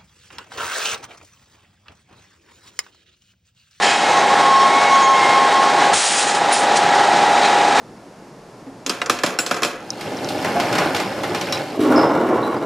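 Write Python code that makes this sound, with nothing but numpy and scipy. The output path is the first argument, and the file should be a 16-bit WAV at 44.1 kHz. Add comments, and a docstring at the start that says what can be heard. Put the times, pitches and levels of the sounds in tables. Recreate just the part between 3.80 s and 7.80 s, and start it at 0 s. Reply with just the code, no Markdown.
"""A factory hall, with a machine that fills and seals cups. A pump hammers through the same run of
knocks every turn, over the roar of the hall. After a first puff of air, the conveyor squeals as it
carries the cups forward, its guides sticking and slipping. Then valves blow off compressed air as
the sealing press comes down, and heavy parts land with dull bumps. The drone of pump and hall
sinks under the loudest sounds."""
import sys
import numpy as np
from scipy import signal
from scipy.fft import rfft, irfft
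from scipy.io import wavfile
from scipy.ndimage import map_coordinates

SR = 44100
rng = np.random.default_rng(int(sys.argv[2]) if len(sys.argv) > 2 else 0)


def dump_mix(stems):
    """Bounce the given channels to the path in sys.argv[1] as a 16-bit WAV at rate SR."""
    frames = np.atleast_2d(stems).T  # one column per channel
    limited = np.clip(frames, -1, 1)  # hard clip at full scale
    pcm = np.round(limited * 32767).astype(np.int16)
    wavfile.write(sys.argv[1], SR, pcm)


N = 176400
T = np.arange(N) / SR
HZ = np.maximum(np.arange(N // 2 + 1) * SR / N, 1)


def from_db(db):
    """Turn decibels into a number to multiply by."""
    return 10 ** (np.asarray(db) / 20)


def rms_one(x):
    """Scale a sound to an average power of 1."""
    return x / np.sqrt(np.mean(x ** 2) + 1e-20)


def in_time(rows):
    """Join rows of (seconds, value) with straight lines."""
    return np.interp(T, *np.transpose(rows))


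def colour(points):
    """Turn rows of (Hz, dB) into a gain for every frequency."""
    hz, db = np.transpose(points)
    return from_db(np.interp(np.log(HZ), np.log(hz), db))


def resonance(hz, width_hz):
    """A filter that favours one pitch, as a ringing object does."""
    return 1 / (1 + 1j * (HZ ** 2 - hz ** 2) / (HZ * width_hz))


def noise(response):
    """Filtered noise with a power of 1."""
    return rms_one(irfft(rfft(rng.standard_normal(N)) * response, N))


def drift(rate_hz):
    """A random wobble of about 1 either way, mostly slower than rate_hz."""
    return noise(1 / (1 + (HZ / rate_hz) ** 2))


# The knocks in one turn of the pump. Each row: time in seconds, relative strength in dB.
PUMP_KNOCKS = [(.00444, -7.5), (.01342, -7.7), (.01522, 1.9), (.02277, -4.4), (.03326, -5.1),
               (.04107, -1.9), (.04303, -.9), (.04872, -8.1), (.05759, -6.6), (.0599, -12.8),
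               (.06702, -6.8), (.07112, -4.9)]
# The strong tones of the pump housing. Each row: multiple of the turn rate, relative level in dB.
HOUSING_TONES = [(8, -55), (13, -49), (18, -50), (23, -44), (26, -39), (29, -40), (30, -36), (41, -38),
                 (42, -41), (44, -38), (45, -36), (47, -41), (48, -44), (49, -42), (50, -41), (51, -35),
                 (52, -29), (53, -34), (54, -30), (55, -32), (56, -28), (57, -55), (58, -30), (59, -30),
                 (60, -30), (61, -20), (62, -32), (63, -27), (64, -34), (65, -30), (66, -55), (67, -40),
                 (68, -30), (70, -40), (71, -32), (73, -33), (98, -47), (99, -48), (123, -40), (143, -39)]
# The tone colour of the rattle. Each row: frequency in Hz, relative level in dB.
RATTLE_COLOUR = [(60, -27), (110, -24), (170, -14.5), (260, -3.5), (400, -0.5), (600, 3.5), (690, -7),
                 (1000, 0.5), (1150, 1.5), (1800, -2), (2500, -4.5), (3400, -12), (3850, -12),
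                 (4400, -24.5), (9000, -28)]

def pump():
    """Knocks drive the housing's tones; a bright rattle and a dull exhaust puff repeat every turn."""
    turns_per_s, samples_per_turn = 13.443, 4096
    knock_s, knock_db = np.transpose(PUMP_KNOCKS)
    clock = T + .00001 * drift(18)  # the pump runs a little unevenly
    multiples = np.arange(samples_per_turn // 2 + 1)
    rattle_gains = np.interp(multiples * turns_per_s, HZ, colour(RATTLE_COLOUR))
    rattle_gains *= from_db(1.5 * rng.standard_normal(len(multiples)))
    tones = 0
    for multiple, db in HOUSING_TONES:
        rad_per_s = 2 * np.pi * multiple * turns_per_s
        # The knocks decide where in its swing each tone starts.
        phase = np.angle(np.sum(from_db(knock_db) * np.exp(-1j * rad_per_s * knock_s)))
        tones += from_db(db) * np.sqrt(2) * np.cos(rad_per_s * clock + phase)
        rattle_gains[int(multiple)] = 0  # the rattle leaves room for this tone
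    tones *= from_db(.74 + .41 * T + .37 * drift(17))  # slowly growing, and wavering

    one_turn = irfft(rattle_gains * np.exp(2j * np.pi * rng.random(len(multiples))))
    place_in_turn = clock * turns_per_s % 1 * samples_per_turn
    looped = map_coordinates(one_turn, [place_in_turn], order=3, mode="grid-wrap")
    tone_strength = abs(signal.hilbert(tones))
    rattle = rms_one(looped * tone_strength ** .083)  # swells slightly with the tones

    puff_at_s, puff_width_s, puff_hz = .0031, .0049, 197
    turn_s = 1 / turns_per_s
    from_puff_s = (T - puff_at_s + turn_s / 2) % turn_s - turn_s / 2
    puff = np.exp(-(from_puff_s / puff_width_s) ** 2) * np.sin(2 * np.pi * puff_hz * from_puff_s)
    return tones + from_db(-23) * rattle + from_db(-43) * rms_one(puff)


# The tone colour of the hall's roar. Each row: frequency in Hz, relative level in dB.
ROAR_COLOUR = [(25, -30), (45, -32), (65, -20), (100, -19), (160, -4.5), (350, 1.5), (550, 4), (720, 5),
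               (900, 4.5), (1200, 2), (1900, -0.5), (2600, -6), (3700, -6), (5000, -10), (7000, -14),
               (9000, -18.5), (10000, -25), (12500, -15.5), (15000, -36)]
# Panels the machine keeps ringing. Each row: pitch in Hz, width in Hz, relative level in dB.
RINGING_PANELS = [(1319.4, 34, -33), (1684, 64, -33.5), (1935, 43, -33.5), (3810, 33, -38.5),
                  (4010, 32, -43.5), (4580, 37, -52)]

def hall():
    """Motors and leaking air all around blur into a roar, with a few ringing panels."""
    roar = noise(colour(ROAR_COLOUR)) * from_db(-17 + 1.1 * drift(25))
    panels = sum(from_db(db) * noise(resonance(hz, width) ** 2) for hz, width, db in RINGING_PANELS)
    return roar + panels


# Blasts of air. Each row: start, rise time and hold time in seconds, sag during the hold in dB,
# fade in dB per second, level in dB, centre in Hz, width in octaves, share of steel ring from 0 to 1.
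AIR_BLASTS = [(0.015, 0.011, 0.078, 1, 67, -17, 2180, 0.96, 0.64),
              (2.131, 0.0032, 0.28, 2.5, 115, -17, 6400, 6.3, 0.04),
              (2.374, 0.0092, 0.017, -0.5, 220, -24.5, 4500, 1.2, 0.6),
              (2.466, .008, 0.028, 0, 170, -23, 6500, 1.4, 0.63),
              (2.546, .004, .008, 4, 450, -22, 7000, 1, 0.4),
              (2.714, 0.011, 0.033, -1, 186, -20.5, 10500, 4, 0.26),
              (2.78, 0.01, 0.032, 7, 250, -27, 10000, 0.37, 0),
              (2.947, 0.027, 0.0092, 10, 385, -16, 4330, 0.71, 0.07),
              (3.638, 0.016, .02, 11, 107, -19, 2200, 1.1, 0.83)]
# Where the steel frame rings. Each row: pitch in Hz, width in Hz, relative level in dB.
STEEL_FRAME = [(1790, 200, 2.5), (2524, 51, 5), (2680, 42, 1.5), (3017, 44, 2), (3220, 31, 5),
               (4020, 150, -5.5), (4260, 24, -1), (4725, 25, 1.5), (5120, 30, 1), (5400, 110, -4.5),
               (6600, 220, -12), (6860, 38, 3), (7270, 31, 4.5), (7700, 70, -8), (8900, 55, -9)]

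def valves():
    """A blast opens fast, sags as the cylinder empties and dies away; its jet rings the steel frame."""
    frame = sum((-1) ** k * from_db(db) * resonance(hz, width)
                for k, (hz, width, db) in enumerate(STEEL_FRAME))
    jet_limits = 1 + (700 / HZ) ** 4 + (HZ / 10500) ** 20  # little below 700 Hz or above 10500 Hz
    out = 0
    for start, rise, hold, sag_db, fade_db_per_s, db, hz, octaves, ring in AIR_BLASTS:
        opening = np.clip((T - start) / rise, 0, 1)
        open_s = T - start - rise
        fall_db = sag_db * np.clip(open_s / hold, 0, 1) + fade_db_per_s * np.maximum(open_s - hold, 0)
        jet = np.exp(-.25 * (np.log2(HZ / hz) / octaves) ** 2) / jet_limits
        air = np.sqrt(1 - ring) * noise(jet) + np.sqrt(ring) * noise(jet * frame)
        out += air * opening * from_db(db - fall_db + .07 * drift(60.6))
    return out


# The note of the squeal. 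Each row: time in seconds, pitch in Hz.
SQUEAL_NOTE = [(.25, 1077), (.55, 1084), (.72, 1081), (.87, 1083), (1.04, 1103), (1.15, 1087), (1.22, 1084),
               (1.34, 1073), (1.45, 1064), (1.6, 1077), (1.8, 1079), (2.1, 1094)]
# How loud that note is. Each row: time in seconds, level in dB.
NOTE_LEVEL = [(.3, -31), (.38, -17.5), (.406, -37), (.44, -18), (.474, -38), (.51, -16), (.55, -32),
              (.58, -22), (.65, -16), (.75, -12), (.878, -14), (.914, -23.5), (.97, -13.5), (1.0, -23),
              (1.05, -19), (1.088, -26), (1.115, -12.5), (1.15, -12), (1.196, -15), (1.308, -12.5),
              (1.396, -16.5), (1.452, -22), (1.488, -17.5), (1.518, -21), (1.55, -15.5), (1.626, -15),
              (1.675, -18), (1.704, -38), (1.745, -15.5), (1.78, -14.5), (1.91, -22), (1.95, -38),
              (1.99, -17), (2.026, -31), (2.075, -21), (2.16, -60)]
# How loud the octave above it is. 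Each row: time in seconds, level in dB.
OCTAVE_LEVEL = [(.1, -39), (.25, -31), (.8, -37.5), (.95, -26), (1.14, -25.5), (1.2, -33), (1.27, -26),
                (1.32, -44), (1.35, -22), (1.4, -29), (1.44, -23.5), (1.54, -24.5), (1.63, -35.5),
                (2.16, -41)]
# Its higher overtones. Each row: multiple of the pitch, level in dB compared with the note.
OVERTONES = [(3, -21), (4, -27.5), (5, -26)]

def conveyor_squeal():
    """A guide sticks and slips as the belt moves: one wavering, raspy note that catches and breaks."""
    pitch_hz = in_time(SQUEAL_NOTE) + 3.29 * drift(25.6)
    phase = 2 * np.pi * np.cumsum(pitch_hz) / SR
    note_db = in_time(NOTE_LEVEL)
    out = from_db(note_db + .9 * drift(25)) * np.sin(phase)
    # A fast wobble in phase makes the upper tones rasp.
    out += from_db(in_time(OCTAVE_LEVEL) + 1.9 * drift(30)) * np.sin(2 * phase + .23 * drift(90))
    for multiple, db in OVERTONES:
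        out += from_db(note_db + db + 3.2 * drift(22)) * np.sin(multiple * phase + .54 * drift(90))
    stop_s = NOTE_LEVEL[-1][0]
    return np.sqrt(2) * out * (T < stop_s)


# Squeaks and scrapes. Each row: time of the peak in seconds, spread to either side in seconds,
# pitch in Hz, width in Hz, level in dB.
GUIDE_SQUEAKS = [(0.366, .06, 6300, 300, -37), (1.138, .025, 6450, 350, -36), (1.239, 0.02, 6600, 400, -27),
                 (1.312, 0.05, 6350, 402, -37), (2.051, 0.004, 6460, 3510, -30),
                 (2.737, 0.01, 9550, 400, -20.5), (3.65, 0.019, 4020, 300, -26)]

def guide_squeaks():
    """The conveyor's guides give brief, high squeaks that chatter as they swell and fade."""
    out = 0
    for peak_s, spread_s, hz, width, db in GUIDE_SQUEAKS:
        swell = np.exp(-.5 * ((T - peak_s) / spread_s) ** 2)
        chatter_db = 2.5 * drift(70)
        out += from_db(db + chatter_db) * swell * noise(resonance(hz, width) ** 2)
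    return out


# Dull bumps. Each row: start in seconds, fade time in seconds, pitch in Hz, level in dB before fading.
DULL_BUMPS = [(0.431, 0.019, 151, -29), (2.13, 0.014, 110.4, -25.5), (3.04, 0.025, 154, -25),
              (3.76, 0.015, 330, -24)]

def bumps():
    """Heavy parts of the press and the conveyor come to rest with a short, low thud."""
    rise_s = .013
    out = 0
    for start, fade_s, hz, db in DULL_BUMPS:
        age = np.maximum(T - start, 0)
        envelope = np.minimum(age / rise_s, 1) * np.exp(-age / fade_s)
        out += from_db(db) * envelope * noise(resonance(hz, width_hz=100) ** 2)
    return out


# How the drone of pump and hall dips and recovers. Each row: time in seconds, the hall's change in dB.
DRONE_DIPS = [(0, -7.5), (.04, -2), (.19, -4.5), (.32, -1.5), (.6, -1), (.78, -3), (.92, -2), (1.07, -1),
              (1.18, -3), (1.32, -3.5), (1.47, -2), (1.7, -1.8), (1.8, -2.5), (2.02, -1), (2.135, -1.5),
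              (2.165, -9.5), (2.36, -7.5), (2.52, -5), (2.72, -1.5), (2.74, -6), (2.85, -2), (2.95, -2.5),
              (2.98, -2), (3.1, -1), (3.5, -1), (4, -1)]

def scene():
    """Mix all the sounds, the same for both ears; the pump dips further than the hall."""
    dip_db = in_time(DRONE_DIPS)
    drone = pump() * from_db(1.37 * dip_db) + hall() * from_db(dip_db)
    mono = drone + conveyor_squeal() + guide_squeaks() + valves() + bumps()
    return np.array([mono, mono])


def record(dry):
    """Round off the peaks, turn the highest treble down and cut off the very top."""
    peak_limit, treble_hz, treble_db, cutoff_hz = .85, 10000, -21, 15200
    rounded = dry / (1 + (dry / peak_limit) ** 6) ** (1 / 6)
    body = signal.sosfilt(signal.ellip(10, .1, 70, treble_hz, fs=SR, output="sos"), rounded)
    treble = signal.sosfilt(signal.butter(8, treble_hz, "high", fs=SR, output="sos"), rounded)
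    softened = body + from_db(treble_db) * treble
    return signal.sosfilt(signal.ellip(10, .1, 70, cutoff_hz, fs=SR, output="sos"), softened)


dry = scene()
out = record(dry)
dump_mix(out)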